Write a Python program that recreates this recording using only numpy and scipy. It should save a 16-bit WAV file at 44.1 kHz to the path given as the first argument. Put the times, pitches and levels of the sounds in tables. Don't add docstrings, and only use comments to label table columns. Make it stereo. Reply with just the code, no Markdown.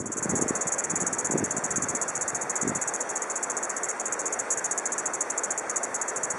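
import sys
import numpy as np
from scipy import signal
from scipy.fft import rfft, irfft, next_fast_len
from scipy.io import wavfile
from scipy.ndimage import uniform_filter1d

SR = 44100
rng = np.random.default_rng(int(sys.argv[2]) if len(sys.argv) > 2 else 0)


def boost_factor(decibels):
    exponent = np.asarray(decibels, float) / 20
    return 10 ** exponent


def store_pcm(level_fs):
    pcm = np.round(np.clip(level_fs, -1, 1) * 32767).astype(np.int16)
    wavfile.write(sys.argv[1], SR, np.atleast_2d(pcm).T)


N = 281619
TIME = np.arange(N) / SR


def evened(x):
    return x / np.sqrt(np.mean(x ** 2) + 1e-20)


def read(points, hz):
    f, value = np.transpose(points)
    return np.interp(np.log(hz + 1), np.log(f + 1), value)


def add(mix, s, sound):
    at = round(s * SR)
    part = mix[max(at, 0):][:len(sound) + min(at, 0)]
    part += sound[max(-at, 0):][:len(part)]


def shaped(x, gain):
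    size = next_fast_len(N + 4096)
    hz = np.fft.rfftfreq(size, 1 / SR)
    return irfft(rfft(x, size) * gain(hz), size)[..., :N]


def hum():
    level_db, pitch_hz, waver_hz = -52, 700, 3.064
    waver = evened(shaped(rng.standard_normal(N), lambda hz: hz < 3.))
    return boost_factor(level_db) * np.sin(2 * np.pi * np.cumsum(pitch_hz + waver_hz * waver) / SR)


# pitch_hz, likeness (0 to 1)
PORT_LIKENESS = [(150, 0.79), (400, 0.98), (2500, 0.67), (11400, 0.14)]
# pitch_hz, left_minus_right_db
PORT_LEAN = [(60, 0), (300, -5.5), (2500, 0.5), (11400, -1)]
# pitch_hz, left_lead_radians
PORT_LEAD = [(300, 0.04), (2150, 0.54), (3100, 0.62), (11500, 0.11)]


def wash(spectrum, level_db, patchy_db):
    hz = np.fft.rfftfreq(1024, 1 / SR)
    a, b, c, d, patches = rng.standard_normal((N // 256 + 5, 513, 5)).T
    patches = uniform_filter1d(patches, size=10, axis=0)
    patches = evened(uniform_filter1d(patches, size=16, axis=1))
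    same = np.clip(read(PORT_LIKENESS, hz), -1, 1)[:, None]
    lag = np.exp(-1j * read(PORT_LEAD, hz))[:, None]
    left = a + 1j * b
    right = same * left * lag + np.sqrt(1 - same ** 2) * (c + 1j * d)
    lean = boost_factor(read(PORT_LEAN, hz) / 2)[:, None]
    colour = boost_factor(read(spectrum, hz)[:, None] + patchy_db * patches)
    z = np.array([left * lean, right / lean]) * colour
    noise = signal.istft(z, nperseg=1024, noverlap=768)[1][:, :N]
    return boost_factor(level_db) * evened(noise)


# pitch_hz, level_db (per Hz)
TOWN_SPECTRUM = [(20, -39), (130, -23.5), (220, -11.5), (460, -2), (800, -3), (1500, -4.5), (2000, -8.5),
                 (2500, -17.5), (3100, -26), (5200, -27), (7000, -51)]


def town():
    return wash(TOWN_SPECTRUM, -34, patchy_db=0.89)


# pitch_hz, level_db (per Hz)
CHORUS_SPECTRUM = [(4300, -58), (5100, -18), (5800, -2.5), (6700, -4.5), (7900, -5), (8500, -8.5),
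                   (10500, -14.5), (13000, -21)]


def chorus():
    return wash(CHORUS_SPECTRUM, -46, patchy_db=2.1)


# pitch_hz, t60_s
ECHO_DECAY = [(5000, 0.11), (11000, 0.14)]


def yard(x):
    taps = np.zeros((2, SR // 2))
    at = np.arange(60, SR // 2 - 20, 20)
    at = at + rng.integers(0, 20, (2, len(at)))
    np.put_along_axis(taps, at, rng.choice([-1., 1.], at.shape), 1)
    hz, t, z = signal.stft(taps, SR, nperseg=256)
    decay = boost_factor(-60 * t / read(ECHO_DECAY, hz)[:, None])
    tail = signal.istft(z * decay, SR, nperseg=256)[1]
    return signal.fftconvolve(x[None], tail / np.linalg.norm(tail[0]), axes=1)[:, :N]


# pitch_hz, level_db (per Hz)
TURBULENCE = [(20, -20.5), (120, -2), (200, -2.5), (500, -14), (900, -35), (3000, -88)]


def turbulence():
    noise, lumps = rng.standard_normal((2, N))
    lumps = evened(shaped(lumps, lambda hz: 1 / (1 + (hz / 31.0) ** 4)))
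    noise = shaped(noise, lambda hz: boost_factor(read(TURBULENCE, hz)))
    return evened(noise * boost_factor(8.0 * np.clip(lumps, -2, 1.5)))


def thump(level_db, pitch_hz, phase):
    t = np.arange(-600, 600) / SR
    cycles = 1.02
    bell = .5 ** (abs(2 * pitch_hz * t / cycles) ** 2.54)
    turn = 2 * np.pi * (pitch_hz * t * (1 - 10 * t) + phase)
    return boost_factor(level_db) * bell * (np.cos(turn) + 0.16 * np.sin(2 * turn))


# start_s, left_level_db, right_level_db
GUST_LEVELS = [(0.0, -32, -34), (0.125, -38.5, -29), (0.45, -29.5, -29), (0.65, -44, -43.5),
               (1.0, -38.5, -34), (1.21, -45, -40), (1.375, -25, -26), (1.5, -39.5, -36.5),
               (1.9, -34.5, -34), (2.125, -48.5, -44.5), (2.4, -39, -41.5), (2.6, -48.5, -43),
               (2.75, -33, -37.5), (2.9, -50, -44.5), (3.75, -59.5, -60), (4.5, -55, -49), (6.1, -58, -51),
               (6.375, -33, -41)]
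# peak_s, level_db, pitch_hz
LEFT_THUMPS = [(0.006, -25, 295), (0.026, -17, 310), (0.367, -21, 204), (0.397, -30, 280),
               (0.414, -16, 220), (0.424, -17, 300), (0.662, -20, 189), (0.938, -13.5, 266.4),
               (1.129, -18.5, 222), (1.146, -22, 230.3), (1.339, -9, 385.5), (1.351, -8.5, 235),
               (1.357, -3.5, 317), (1.37, -14, 352), (1.383, -18, 330), (1.416, -17, 209),
               (1.428, -10, 344), (1.439, -22, 250), (1.548, -17.5, 248), (1.585, -16, 210.4),
               (1.783, -11.5, 229), (2.652, -11.5, 270), (2.666, -19, 199.3), (2.676, -18, 240),
               (2.698, -12, 207), (2.759, -18.5, 230)]
# peak_s, level_db, pitch_hz
RIGHT_THUMPS = [(0.004, -16, 383), (0.045, -17, 295), (0.104, -15.5, 310), (0.163, -17, 324),
                (0.182, -14, 330), (0.225, -21, 220), (0.258, -13, 282), (0.337, -11, 350),
                (0.344, -9, 290), (0.395, -10, 370), (0.425, -6.5, 313), (0.463, -12.5, 320),
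                (0.509, -6, 279), (1.025, -17, 280), (1.038, -13, 257), (1.302, -9.5, 288),
                (1.322, -12, 338), (1.347, -16, 250), (1.388, -15, 212), (1.409, -12.5, 269),
                (1.427, -17, 279), (1.436, -11, 223), (1.568, -18, 230), (1.659, -17.5, 240),
                (1.805, -28, 260), (1.952, -16, 289.7), (2.633, -15, 230), (2.673, -8.5, 289),
                (2.681, -13, 246), (2.719, -13, 300)]


def wind():
    s, *levels = np.transpose(GUST_LEVELS)
    ports = np.zeros((2, N))
    for port, level_db, thumps in zip(ports, levels, (LEFT_THUMPS, RIGHT_THUMPS)):
        port += turbulence() * boost_factor(np.interp(TIME, s, level_db))
        for (peak_s, db, hz), phase in zip(thumps, rng.random(len(thumps))):
            add(port, peak_s - 600 / SR, thump(db, hz, phase))
    ports = shaped(ports, lambda hz: 1 / np.sqrt(1 + (105 / (hz + 1)) ** 4))
    return ports - 0.28 * ports[::-1]


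# start_s, effort_db, row_ms (length of the row of clicks)
CHIRPS = [(0.0, -23, 15), (0.058, -20.5, 19), (0.1183, -20.5, 19), (0.1687, -22.5, 24.5),
          (0.226, -23, 25), (0.2931, -23, 20.7), (0.3532, -23, 32.5), (0.412, -21, 18.3),
          (0.4805, -23.5, 18.7), (0.552, -24, 21.4), (0.6088, -23.5, 21.3), (0.67, -22, 19.3),
          (0.72, -22.5, 24), (0.782, -22, 19), (0.8388, -20.5, 13.4), (0.8981, -23, 19),
          (0.955, -22.5, 18), (1.0017, -23, 24), (1.065, -21, 15.6), (1.1281, -23, 17),
          (1.1827, -23, 24), (1.246, -22.5, 20.4), (1.3093, -23, 22.7), (1.3759, -23.5, 17),
          (1.4393, -23, 17), (1.507, -22.5, 15.4),
          (1.5663, -24.5, 20), (1.6379, -23, 19), (1.706, -23, 15.8), (1.759, -21.5, 18.6),
                 (1.8207, -22.5, 20.3), (1.8856, -23, 22.7), (1.949, -23, 18), (2.0142, -21.5, 18),
                 (2.0798, -24, 20.2), (2.1514, -24, 20.4), (2.2105, -22.5, 20.7), (2.2787, -23.5, 20.5),
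                 (2.3468, -23, 18.6), (2.4113, -25, 20.4), (2.4961, -23.5, 16.3), (2.556, -22, 18.5),
                 (2.6124, -22.5, 17), (2.675, -26, 20.7), (2.75, -23.5, 21.5), (2.814, -24, 18.8),
                 (2.8757, -21.5, 17.7), (2.9379, -24, 18.7), (3.005, -21.5, 15),
          (3.0909, -26, 19), (3.155, -24, 18.7), (3.2187, -24.5, 15.8), (3.299, -25, 16),
                (3.356, -23.5, 19), (3.4277, -21.5, 13), (3.4983, -22.5, 13.7), (3.5682, -23.5, 15),
                (3.6278, -25, 20.3), (3.6951, -25.5, 17.8), (3.764, -26, 16), (3.8319, -25.5, 20),
                (3.8868, -25, 23), (3.9964, -23.5, 14), (4.055, -25, 20.5), (4.1234, -23, 15.7),
                (4.1921, -24.5, 18), (4.256, -23, 20), (4.3249, -22.5, 16.5), (4.3904, -22, 15.7),
          (4.5038, -20.5, 32), (4.5729, -24.5, 19.3), (4.642, -21.5, 18.4), (4.711, -21.5, 14.6),
                 (4.7771, -22, 14), (4.856, -20, 11.7), (4.9206, -21, 14.3), (4.9805, -23.5, 21.7),
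                 (5.0568, -21.5, 16.8), (5.1352, -23.5, 18), (5.207, -20, 14.3), (5.2998, -22.5, 13.2),
                 (5.377, -20.5, 11.2), (5.435, -23.5, 20.5), (5.5056, -21, 15.2), (5.5772, -22, 15),
                 (5.696, -21, 9.1), (5.7596, -20, 16.7), (5.8307, -23.5, 17), (5.9434, -22, 17),
                 (6.0142, -21.5, 10.6), (6.0795, -23.5, 22), (6.1603, -22.5, 16.2), (6.2323, -22.5, 18),
                 (6.3021, -21.5, 15), (6.381, -25.5, 15.4)]


def ribs():
    times, dbs = [], []
    jitter, loosening = .02, .011
    first_db, fading_db, uneven_db, rebound_db = -2.0, -4.5, 1.7, -9.
    for s, effort_db, row_ms in CHIRPS:
        chance = np.clip(rng.standard_normal((26, 2)), -2, 2)
        (pace, pause), (force, _) = chance[:2]
        timing, strength = chance[2:].T
        k = np.arange(len(timing))
        spacing_ms = 1.95 + .08 * s + .18 * pace
        closing_ms = row_ms + 4.1 + 1 * pause
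        closing_db = -26.5 + 2.5 * force
        drift = np.cumsum((jitter + loosening * k) * timing * (k > 0))
        ms = spacing_ms * (k + drift)
        db = effort_db + uneven_db * strength + first_db * (k == 0) + fading_db * (ms / row_ms) ** 2
        row = ms < row_ms + spacing_ms / 2
        times += [*(s + ms[row] / 1000), s + closing_ms / 1000, s + (closing_ms + spacing_ms) / 1000]
        dbs += [*db[row], closing_db, closing_db + rebound_db]
    return np.array(times), np.array(dbs)


# pitch_hz, width_hz, level_db, lag_ms
BODY_MODES = [(2900, 1000, -26, 0.11), (4430, 660, -21.5, .1), (13200, 2300, -4, 0.45),
              (5797, 380, -8.5, 0.457), (6250, 570, -9, 0.333), (6627, 282, 2.5, 0.15),
              (7220, 233, -1, 0.027), (7850, 315, -0.5, 0.338), (8660, 380, -15, 0.653),
              (9080, 424, -7, 0.18), (10100, 478, -2.5, 0.505), (10620, 885, -1.5, 0.274)]


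def cicada():
    times, dbs = ribs()
    out, t = np.zeros((2, N)), np.arange(420)[:, None] / SR
    hz, width, mode_db, lag = np.transpose(BODY_MODES)
    level_db, colour_db = 4.5, 2.0
    slip, spread, detune = .5, 0.24, .009
    rise_ms, crest_ms = .45, .7
    lead_s = crest_ms / 2000
    since = np.maximum(t - abs(lag) / 1000, 0)
    shape = (1 - np.exp(-since * 1000 / rise_ms)) ** 2 * np.exp(-np.pi * width * since)
    chances = rng.standard_normal((len(times), 4, len(BODY_MODES)))
    for s, db, (mix, pitch, phase, aim) in zip(times, dbs, chances):
        tuned_hz = hz * (1 + detune * pitch)
        rings = shape * np.exp(2j * np.pi * tuned_hz * (since - crest_ms / 1000))
        strength = boost_factor(db + level_db + mode_db + colour_db * mix) * np.exp(1j * slip * phase)
        beam = np.exp(1j * spread * aim * (hz / 9000) ** 3)
        add(out[0], s - lead_s, (rings @ (strength * beam)).real)
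        add(out[1], s - lead_s, (rings @ (strength / beam)).real)
    return out


# start_s, level_db
OPENING_GAIN = [
    (.06, -9),
    (.2, -3),
    (.32, -0.5),
    (.45, 0),
]


def scene():
    left, right = cicada()
    right = shaped(right, lambda hz: boost_factor(-read(PORT_LEAN, hz)) * np.exp(-1j * read(PORT_LEAD, hz)))
    near = np.array([left, right])
    air = hum() + town() + chorus() + boost_factor(-14.5) * yard(left) + near
    return air * boost_factor(np.interp(TIME, *np.transpose(OPENING_GAIN))) + wind()


# pitch_hz, width_hz, level_db
HOUSING_DIPS = [(2990, 223, -7), (4013, 250, -13.5), (5025, 220, -14)]
# pitch_hz, level_db
TREBLE_EDGE = [(10900, 0), (11400, -4), (12000, -14), (16000, -30)]


def microphone(dry):
    def colour(hz):
        dips_db = sum(db / (1 + (2 * (hz - f) / width) ** 2) for f, width, db in HOUSING_DIPS)
        return boost_factor(dips_db + read(TREBLE_EDGE, hz))
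    return shaped(dry, colour)


# pitch_hz, level_db
FAINT_LEVEL = [(2000, -90), (3000, -73), (4000, -78), (5200, -77), (10800, -78), (11700, -70)]


def drop_faint(heard):
    hz, t, z = signal.stft(heard, SR, "cosine", nperseg=1536, noverlap=768)
    starts = np.arange(0, len(hz), 6)
    power = np.add.reduceat((abs(z) ** 2).mean(0), starts)
    power_db = 10 * np.log10(power + 1e-20)
    faint_db = read(FAINT_LEVEL, hz[starts])[:, None] + np.interp(t, *np.transpose(OPENING_GAIN))
    faint_db += 2.5 * rng.standard_normal(power_db.shape)
    keep = np.repeat(power_db > faint_db, np.diff(starts, append=len(hz)), axis=0)
    return signal.istft(z * keep, SR, "cosine", nperseg=1536, noverlap=768)[1][:, :N]


def treble_slips(heard):
    slips_per_s = 70
    song = shaped(heard[0], lambda hz: hz > 5500)
    loud = 1. * (uniform_filter1d(song ** 2, size=100) > boost_factor(-62))
    moments = loud * (rng.random(N) < slips_per_s / SR)
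    slips = signal.oaconvolve(moments, np.hanning(160), "same")
    top = shaped(heard, lambda hz: hz > 11400)
    return shaped(slips * top, lambda hz: hz > 11400)


def roll_off(x):
    return signal.sosfilt(signal.butter(12, 16000, fs=SR, output="sos"), x)


def record(dry):
    heard = microphone(dry)
    finished = drop_faint(heard) + treble_slips(heard)
    return roll_off(finished)


dry = scene()
out = record(dry)
store_pcm(out)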